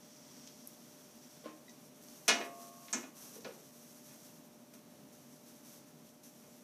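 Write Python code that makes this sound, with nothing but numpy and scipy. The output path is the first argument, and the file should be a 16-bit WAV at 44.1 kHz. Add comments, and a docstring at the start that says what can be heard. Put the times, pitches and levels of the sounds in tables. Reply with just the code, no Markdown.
"""In a small, quiet, wood-panelled room, a cloth towel roll is loaded into a sheet-metal dispenser.
The lid ticks open, knocks on its stop and creaks. The roll drops into the steel bin with a clang and
settles with two clunks, each impact exciting the damped modes of the metal. The towel is drawn out,
laid over the rollers and patted flat, rustling by friction. Ventilation murmurs underneath."""
import sys
import numpy as np
from scipy import signal
from scipy.fft import rfft, irfft, next_fast_len
from scipy.io import wavfile

SR = 44100
rng = np.random.default_rng(int(sys.argv[2]) if len(sys.argv) > 2 else 0)


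def wav_record(signal):
    """Record a signal, one row per channel, as 16-bit PCM in the file named by sys.argv[1]."""
    frames = np.transpose(np.atleast_2d(signal))
    bounded = np.clip(frames, -1, 1)
    # unit amplitude maps onto the largest positive 16-bit level
    quanta = np.round(bounded * 32767).astype(np.int16)
    wavfile.write(sys.argv[1], SR, quanta)


N = 292383
T = np.arange(N) / SR


def steel_bin(panel_db=-10.0, rod_db=-2.5, clatter_db=-7, thud_t60_s=0.379):
    """Modal excitation: the spot where the roll strikes sets how strongly each mode of the bin rings."""
    # impacts of the roll: start_s, level_db, brightness_hz, spot (0 floor, 1 wall), thud_hz, thud_db
    blows = [(2.2791, -19.5, 8000, 0.27, 249.3, -21), (2.362, -51.5, 900, .7, 374, 3),
             (2.405, -38, 2800, 0.367, 550, -29), (2.929, -33, 2200, 1, 251.5, -11),
             (2.963, -41.5, 700, 1, 296.7, -10), (3.028, -49, 2800, 0.5, 279, -4.5),
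             (3.357, -53, 450, 1, 476, 0), (3.4455, -37, 894, 1, 489.5, -9.5),
             (4.101, -63, 3030, .14, 300, -14.5), (4.734, -55, 802, 0.89, 237, -13.5),
             (6.43, -61, 1500, 0.54, 300, -16.5)]
    # modes of the sheet-steel panels: pitch_hz, floor_struck_db, wall_struck_db, t60_s
    panels = [(212, -13, -9, .33), (265, -11, -6, .35), (362, -17, -10, .5), (431, -8, -14, .25),
              (476, -13, -7, .25), (620, 1.5, -8, .22), (676, -1, -11, .19), (791, -15, -7, .17),
              (905, -9, -12, .16), (1026, -3, -11, .26), (1280, -10, -3, .18), (1453, -7, -5, .25),
              (1684, -3, -8, .25), (1736, 2, -10, .23), (1836, -3.5, -11, .24), (1948, 3, -12, .26),
              (2159, 3.5, -2, .26), (2392, -2, 0, .2), (2458, 7, 1, .2), (2581, -1, -1, .22),
              (2895, 0, -11, .3), (3212, -3, -17, .22), (3365, -3, -15, .1), (3530, -3, -12, .17),
              (3915, -1, -12, .15), (4592, -9, -13, .14), (5632, -10, -14, .22), (5782, -9, -14, .22),
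              (6108, -8, -10, .19), (6327, -4, -9, .18)]
    # modes of the lightly damped steel rods: pitch_hz, level_db, t60_s
    rods = [(554, -24, 1.0), (691, -20, 1.5), (1093, -31, 3.1), (1183, -37, 2.6), (1297, -35, .9)]
    out, short, long = np.zeros(N), T[:SR * 3 // 4], T[:SR * 2]
    hz, floor_db, wall_db, t60_s = np.transpose(panels)
    for start_s, level_db, brightness_hz, spot, thud_hz, thud_db in blows:
        chatter_s = 0.00648 * (brightness_hz / 1000) ** 0.54  # harder contacts chatter for longer
        modes = np.column_stack([hz, floor_db + spot * (wall_db - floor_db), t60_s])
        # the cloth damps the spot it presses on, so the thud is a broad resonance
        thud = unit(band(rng.standard_normal(len(short)), 0.857 * thud_hz, 1.12 * thud_hz))
        thud *= undb(thud_db) * fade(short, thud_t60_s)
        # blows on the floor shake the rods; blows on the wall leave them alone
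        body = undb(rod_db) * (1 - spot) * ring(rods, long, scatter_db=2.3)
        sheet = undb(panel_db) * ring(modes, short) + undb(clatter_db) * clatter(short)
        add(body, 0, sheet + thud)
        add(out, start_s, undb(level_db) * contact(body, long, brightness_hz, chatter_s))
    return out


def ring(modes, t, scatter_db=3.0):
    """Free vibration: a sum of damped sinusoids, weighted a little differently at every contact."""
    hz, level_db, t60_s = np.transpose(modes)[:, :, None]
    amplitude = undb(level_db + scatter_db * rng.standard_normal(hz.shape))
    phase = 2 * np.pi * (hz * t + rng.random(hz.shape))
    return np.sum(amplitude * fade(t, t60_s) * np.sin(phase), axis=0)


def clatter(t):
    """Modal overlap: modes too dense to tell apart merge into decaying half-octave bands of noise."""
    # weaker panel modes, blurred by the room: frequency_hz, relative_density_db, t60_s
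    dense_modes = [(60, -24.5, .4), (142, -39.5, 0.2), (232, -9.5, 0.45), (330, -4.5, 0.85),
                   (700, -7, 0.615), (1170, -0.5, 0.321), (2300, -3, 0.368), (5000, -1, 0.187),
                   (6500, -16, 0.38), (8430, -17, 0.424), (12400, -27.5, 0.14), (15500, -45.5, .1)]
    hz, density_db, t60_s = np.transpose(dense_modes)
    edges_hz = np.geomspace(60, 16000, 17)
    out, power = 0, 0
    for low_hz, high_hz in zip(edges_hz, edges_hz[1:]):
        log_centre = np.log(low_hz * high_hz) / 2
        noise = band(rng.standard_normal(len(t)), low_hz, high_hz, order=3)
        noise *= undb(np.interp(log_centre, np.log(hz), density_db))
        out += noise * fade(t, np.interp(log_centre, np.log(hz), t60_s))
        power += noise.var()
    return out / np.sqrt(power)


def contact(x, t, brightness_hz, chatter_s, bass_hz=180):
    """Energy builds while a contact chatters; padding takes treble and thin sheet radiates little bass."""
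    padding = signal.butter(1, brightness_hz, fs=SR, output="sos")
    radiation = signal.butter(3, bass_hz, "high", fs=SR, output="sos")
    energy = np.minimum(t / chatter_s, 1)
    return signal.sosfilt(np.vstack([padding, radiation]), x * np.sqrt(energy))


def lid(mode_db=-9.0, clatter_db=-6):
    """Plate vibration: the raised lid bumps its stop and rings in its own modes."""
    # knocks on the stop: start_s, level_db, brightness_hz, chatter_s
    knocks = [(1.439, -48, 2200, 0.0124), (1.458, -37, 474, 0.00134), (1.49, -51.5, 930, 0.0024)]
    # modes of the lid: pitch_hz, level_db, t60_s
    modes = [(235.5, 0.5, 0.138), (309, -5.5, 0.814), (413, -3, 0.069), (497.4, 7.5, 0.047),
             (619.5, 9, 0.038), (899, -9, 0.183), (1057, -1, 0.37)]
    out, t = np.zeros(N), T[:SR]
    for start_s, level_db, brightness_hz, chatter_s in knocks:
        sheet = undb(mode_db) * ring(modes, t) + undb(clatter_db) * clatter(t)
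        add(out, start_s, undb(level_db) * contact(sheet, t, brightness_hz, chatter_s))
    return out


def hinge(start_s=1.68, rise_s=0.0018, rasp=0.88):
    """Stick-slip friction: the dry pin creaks once as the hand lets go, roughening the hinge's tones."""
    # modes of the hinge: pitch_hz, level_db, t60_s
    modes = [(1945, -61, .13), (2040, -63, .09), (2480, -68, .08), (3850, -62, .08), (4650, -66, .08)]
    out, t = np.zeros(N), T[:SR]
    grip = unit(1 + rasp * walk(273)[:SR])
    onset = 1 - np.exp(-t / rise_s)
    add(out, start_s, grip * ring(modes, t) * onset)
    return out


def ticks(room_t60_s=0.297, room_fill_s=0.046):
    """Impact and reverberation: brief cracks of metal on metal each leave a duller tail in the room."""
    # small hard contacts: start_s, level_db, centre_hz, width_hz, t60_s
    contacts = [(.474, -49, 5320, 5080, 0.0114), (.6738, -33.5, 12050, 4000, 0.0059),
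                (1.694, -60, 5780, 3200, 0.038), (2.0845, -54.5, 6000, 5000, .01),
                (2.280, -28.5, 7590, 6000, 0.073), (2.291, -31, 5320, 2650, 0.0436),
                (2.8835, -44, 2170, 3500, 0.0034), (2.928, -36, 6880, 2180, 0.078),
                (2.9345, -39, 6940, 2400, 0.0385), (2.931, -52, 11400, 4880, .025),
                (3.4077, -50.5, 6030, 4000, 0.006), (3.4457, -56, 4080, 3500, 0.074)]
    # the room's response, absorbing the highest treble: frequency_hz, gain_db
    room = [(2000, -3), (4500, -4.5), (7000, -6), (9000, -12), (12000, -20.5)]
    out, t = np.zeros(N), T[:SR // 2]
    for start_s, level_db, centre_hz, width_hz, t60_s in contacts:
        low_hz = np.hypot(centre_hz, width_hz / 2) - width_hz / 2  # the centre is a geometric mean
        crack = unit(band(rng.standard_normal(len(t)), low_hz, low_hz + width_hz))
        # a longer contact feeds the room more energy
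        tail = colour(crack, room) * np.sqrt(t60_s / room_fill_s) * fade(t, room_t60_s)
        add(out, start_s, undb(level_db) * (crack * fade(t, t60_s) + tail))
    return out


def towel(slide_db=1.0, held_db=-70, pat_rise_s=0.0097):
    """Friction noise: the towel rustles faintly when held, swells as it slides and puffs when patted."""
    # slides through the hands: start_s, length_s, relative_peak_db
    slides = [(0, 1.76, -66.5), (1.64, 0.27, -66.5), (1.95, 0.344, -60), (2.2, 0.332, -60.5),
              (2.5, 0.254, -58), (2.7, 0.408, -59), (3.14, 0.193, -55.5), (3.3, 0.098, -58),
              (3.3, 0.366, -63.5), (3.5, 1.011, -61.5), (4.85, 1.07, -68.5), (5.43, 0.097, -65),
              (5.62, 0.197, -59.5), (6.03, 0.096, -66), (6.18, 0.544, -66.5)]
    # pats and flops on the rollers: start_s, level_db, t60_s
    pats = [(4.735, -58.5, 0.166), (5.124, -69.5, 0.245), (6.232, -59.5, 0.268)]
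    # spectrum of the rustle: frequency_hz, relative_density_db
    spectrum = [(50, -40.5), (400, -0.5), (1000, -2.5), (2000, -7), (4200, -4), (5800, 2), (7500, 2.5),
                (10000, 1), (12500, 4), (14000, 0), (15500, -11.5)]
    envelope = undb(slide_db) * np.hypot(friction(slides), undb(held_db))
    for start_s, level_db, t60_s in pats:
        add(envelope, start_s, undb(level_db) * fade(T, t60_s) * (1 - fade(T, pat_rise_s)))
    return envelope * fibres(spectrum)


def sleeve():
    """Friction noise: a sleeve brushes the roll while the lid is lifted."""
    # brushes against the roll: start_s, length_s, peak_db
    brushes = [(-.2, 1, -63), (.5, 0.934, -68.5), (1.12, 0.452, -66.5)]
    # spectrum of the brushing: frequency_hz, relative_density_db
    spectrum = [(80, -44.5), (500, -8.5), (2950, -13.5), (3330, -5.5), (3700, -13), (5000, -4),
                (5700, -2.5), (6500, -6), (7500, -5.5), (12000, -16)]
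    return friction(brushes) * fibres(spectrum)


def friction(strokes, speed_exponent=0.597, skew=1.176):
    """Incoherent addition: each stroke's amplitude follows the hand's speed, and their powers add."""
    power = 0
    for start_s, length_s, peak_db in strokes:
        progress = np.clip((T - start_s) / length_s, 0, 1)
        speed = np.abs(np.sin(np.pi * progress ** skew))  # gathers more slowly than it stops
        power += (undb(peak_db) * speed ** speed_exponent) ** 2
    return np.sqrt(power)


def fibres(spectrum, grain_db=2.0, flutter_db=1.5):
    """Stick-slip noise: countless threads catch and let go, a few of them harder than the rest."""
    slips = rng.standard_normal(N) * undb(grain_db * np.minimum(rng.exponential(size=N), 8))
    return unit(colour(slips, spectrum)) * undb(flutter_db * walk(35))


def ventilation(air_db=-61.5, swell_db=-1.01, waver_db=-0.5, drift_hz=1.24):
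    """Broadband and tonal fan noise: a low rush of moving air carries two wavering tones."""
    # spectrum of the airflow: frequency_hz, relative_density_db
    spectrum = [(25, -37.5), (50, -31.5), (80, -17), (115, -13.5), (145, 1), (185, -3), (245, 5),
                (340, -5.5), (600, -9.5), (900, -13.5), (1600, -20.5), (4000, -23.5), (9000, -23.5),
                (15000, -24.5)]
    # fan tones: pitch_hz, rms_db
    tones = [(237.5, -71.5), (599, -71.5)]
    air = unit(colour(rng.standard_normal(N), spectrum)) * undb(air_db + swell_db * walk(3.2))
    for pitch_hz, rms_db in tones:
        phase = 2 * np.pi * np.cumsum(pitch_hz + drift_hz * walk(12)) / SR
        air += np.sqrt(2) * undb(rms_db + waver_db * walk(7)) * np.sin(phase)
    return air


def undb(db):
    """Decibels to amplitude ratio."""
    return 10 ** (np.asarray(db) / 20)


def unit(x):
    """Normalisation to an rms of 1."""
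    return x / np.sqrt(np.mean(x ** 2))


def fade(t, t60_s):
    """Exponential decay, 60 dB down after t60_s."""
    return np.exp(-np.log(1000) * t / t60_s)


def add(out, start_s, x):
    """Superposition of x onto out from start_s."""
    i = int(start_s * SR)
    out[i:i + len(x)] += x[:N - i]


def colour(x, points):
    """Spectral shaping by (frequency_hz, gain_db) points joined on a log-frequency axis."""
    hz, gain_db = np.transpose(points)
    size = next_fast_len(len(x))
    bins_hz = np.maximum(np.arange(size // 2 + 1) * SR / size, 1)
    gain = undb(np.interp(np.log(bins_hz), np.log(hz), gain_db))
    return irfft(rfft(x, size) * gain, size)[:len(x)]


def band(x, low_hz, high_hz, order=2):
    """Causal band-pass filtering."""
    edges_hz = [low_hz, min(high_hz, SR / 2 - 1)]
    return signal.sosfilt(signal.butter(order, edges_hz, "band", fs=SR, output="sos"), x)


def walk(rate_hz):
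    """Random modulation: a continuous wander with a spread near 1."""
    steps = rng.standard_normal(N // 100)
    return np.interp(T * rate_hz, np.arange(len(steps)), steps)


def scene():
    """Superposition: all sources add at one point, about a metre from the dispenser."""
    return (steel_bin() + lid() + hinge() + ticks() + towel() + sleeve() + ventilation())[None]


def record(dry, top_hz=15400):
    """Resonance of the microphone port lifts a band of treble; a steep low-pass cuts the top."""
    # response of the port: frequency_hz, gain_db
    port = [(4200, 2), (5100, .5), (5600, 5), (6300, 4), (7100, -1.5)]
    heard = np.array([colour(x, port) for x in dry])
    return signal.sosfilt(signal.ellip(10, .2, 70, top_hz, fs=SR, output="sos"), heard)


dry = scene()
out = record(dry)
wav_record(out)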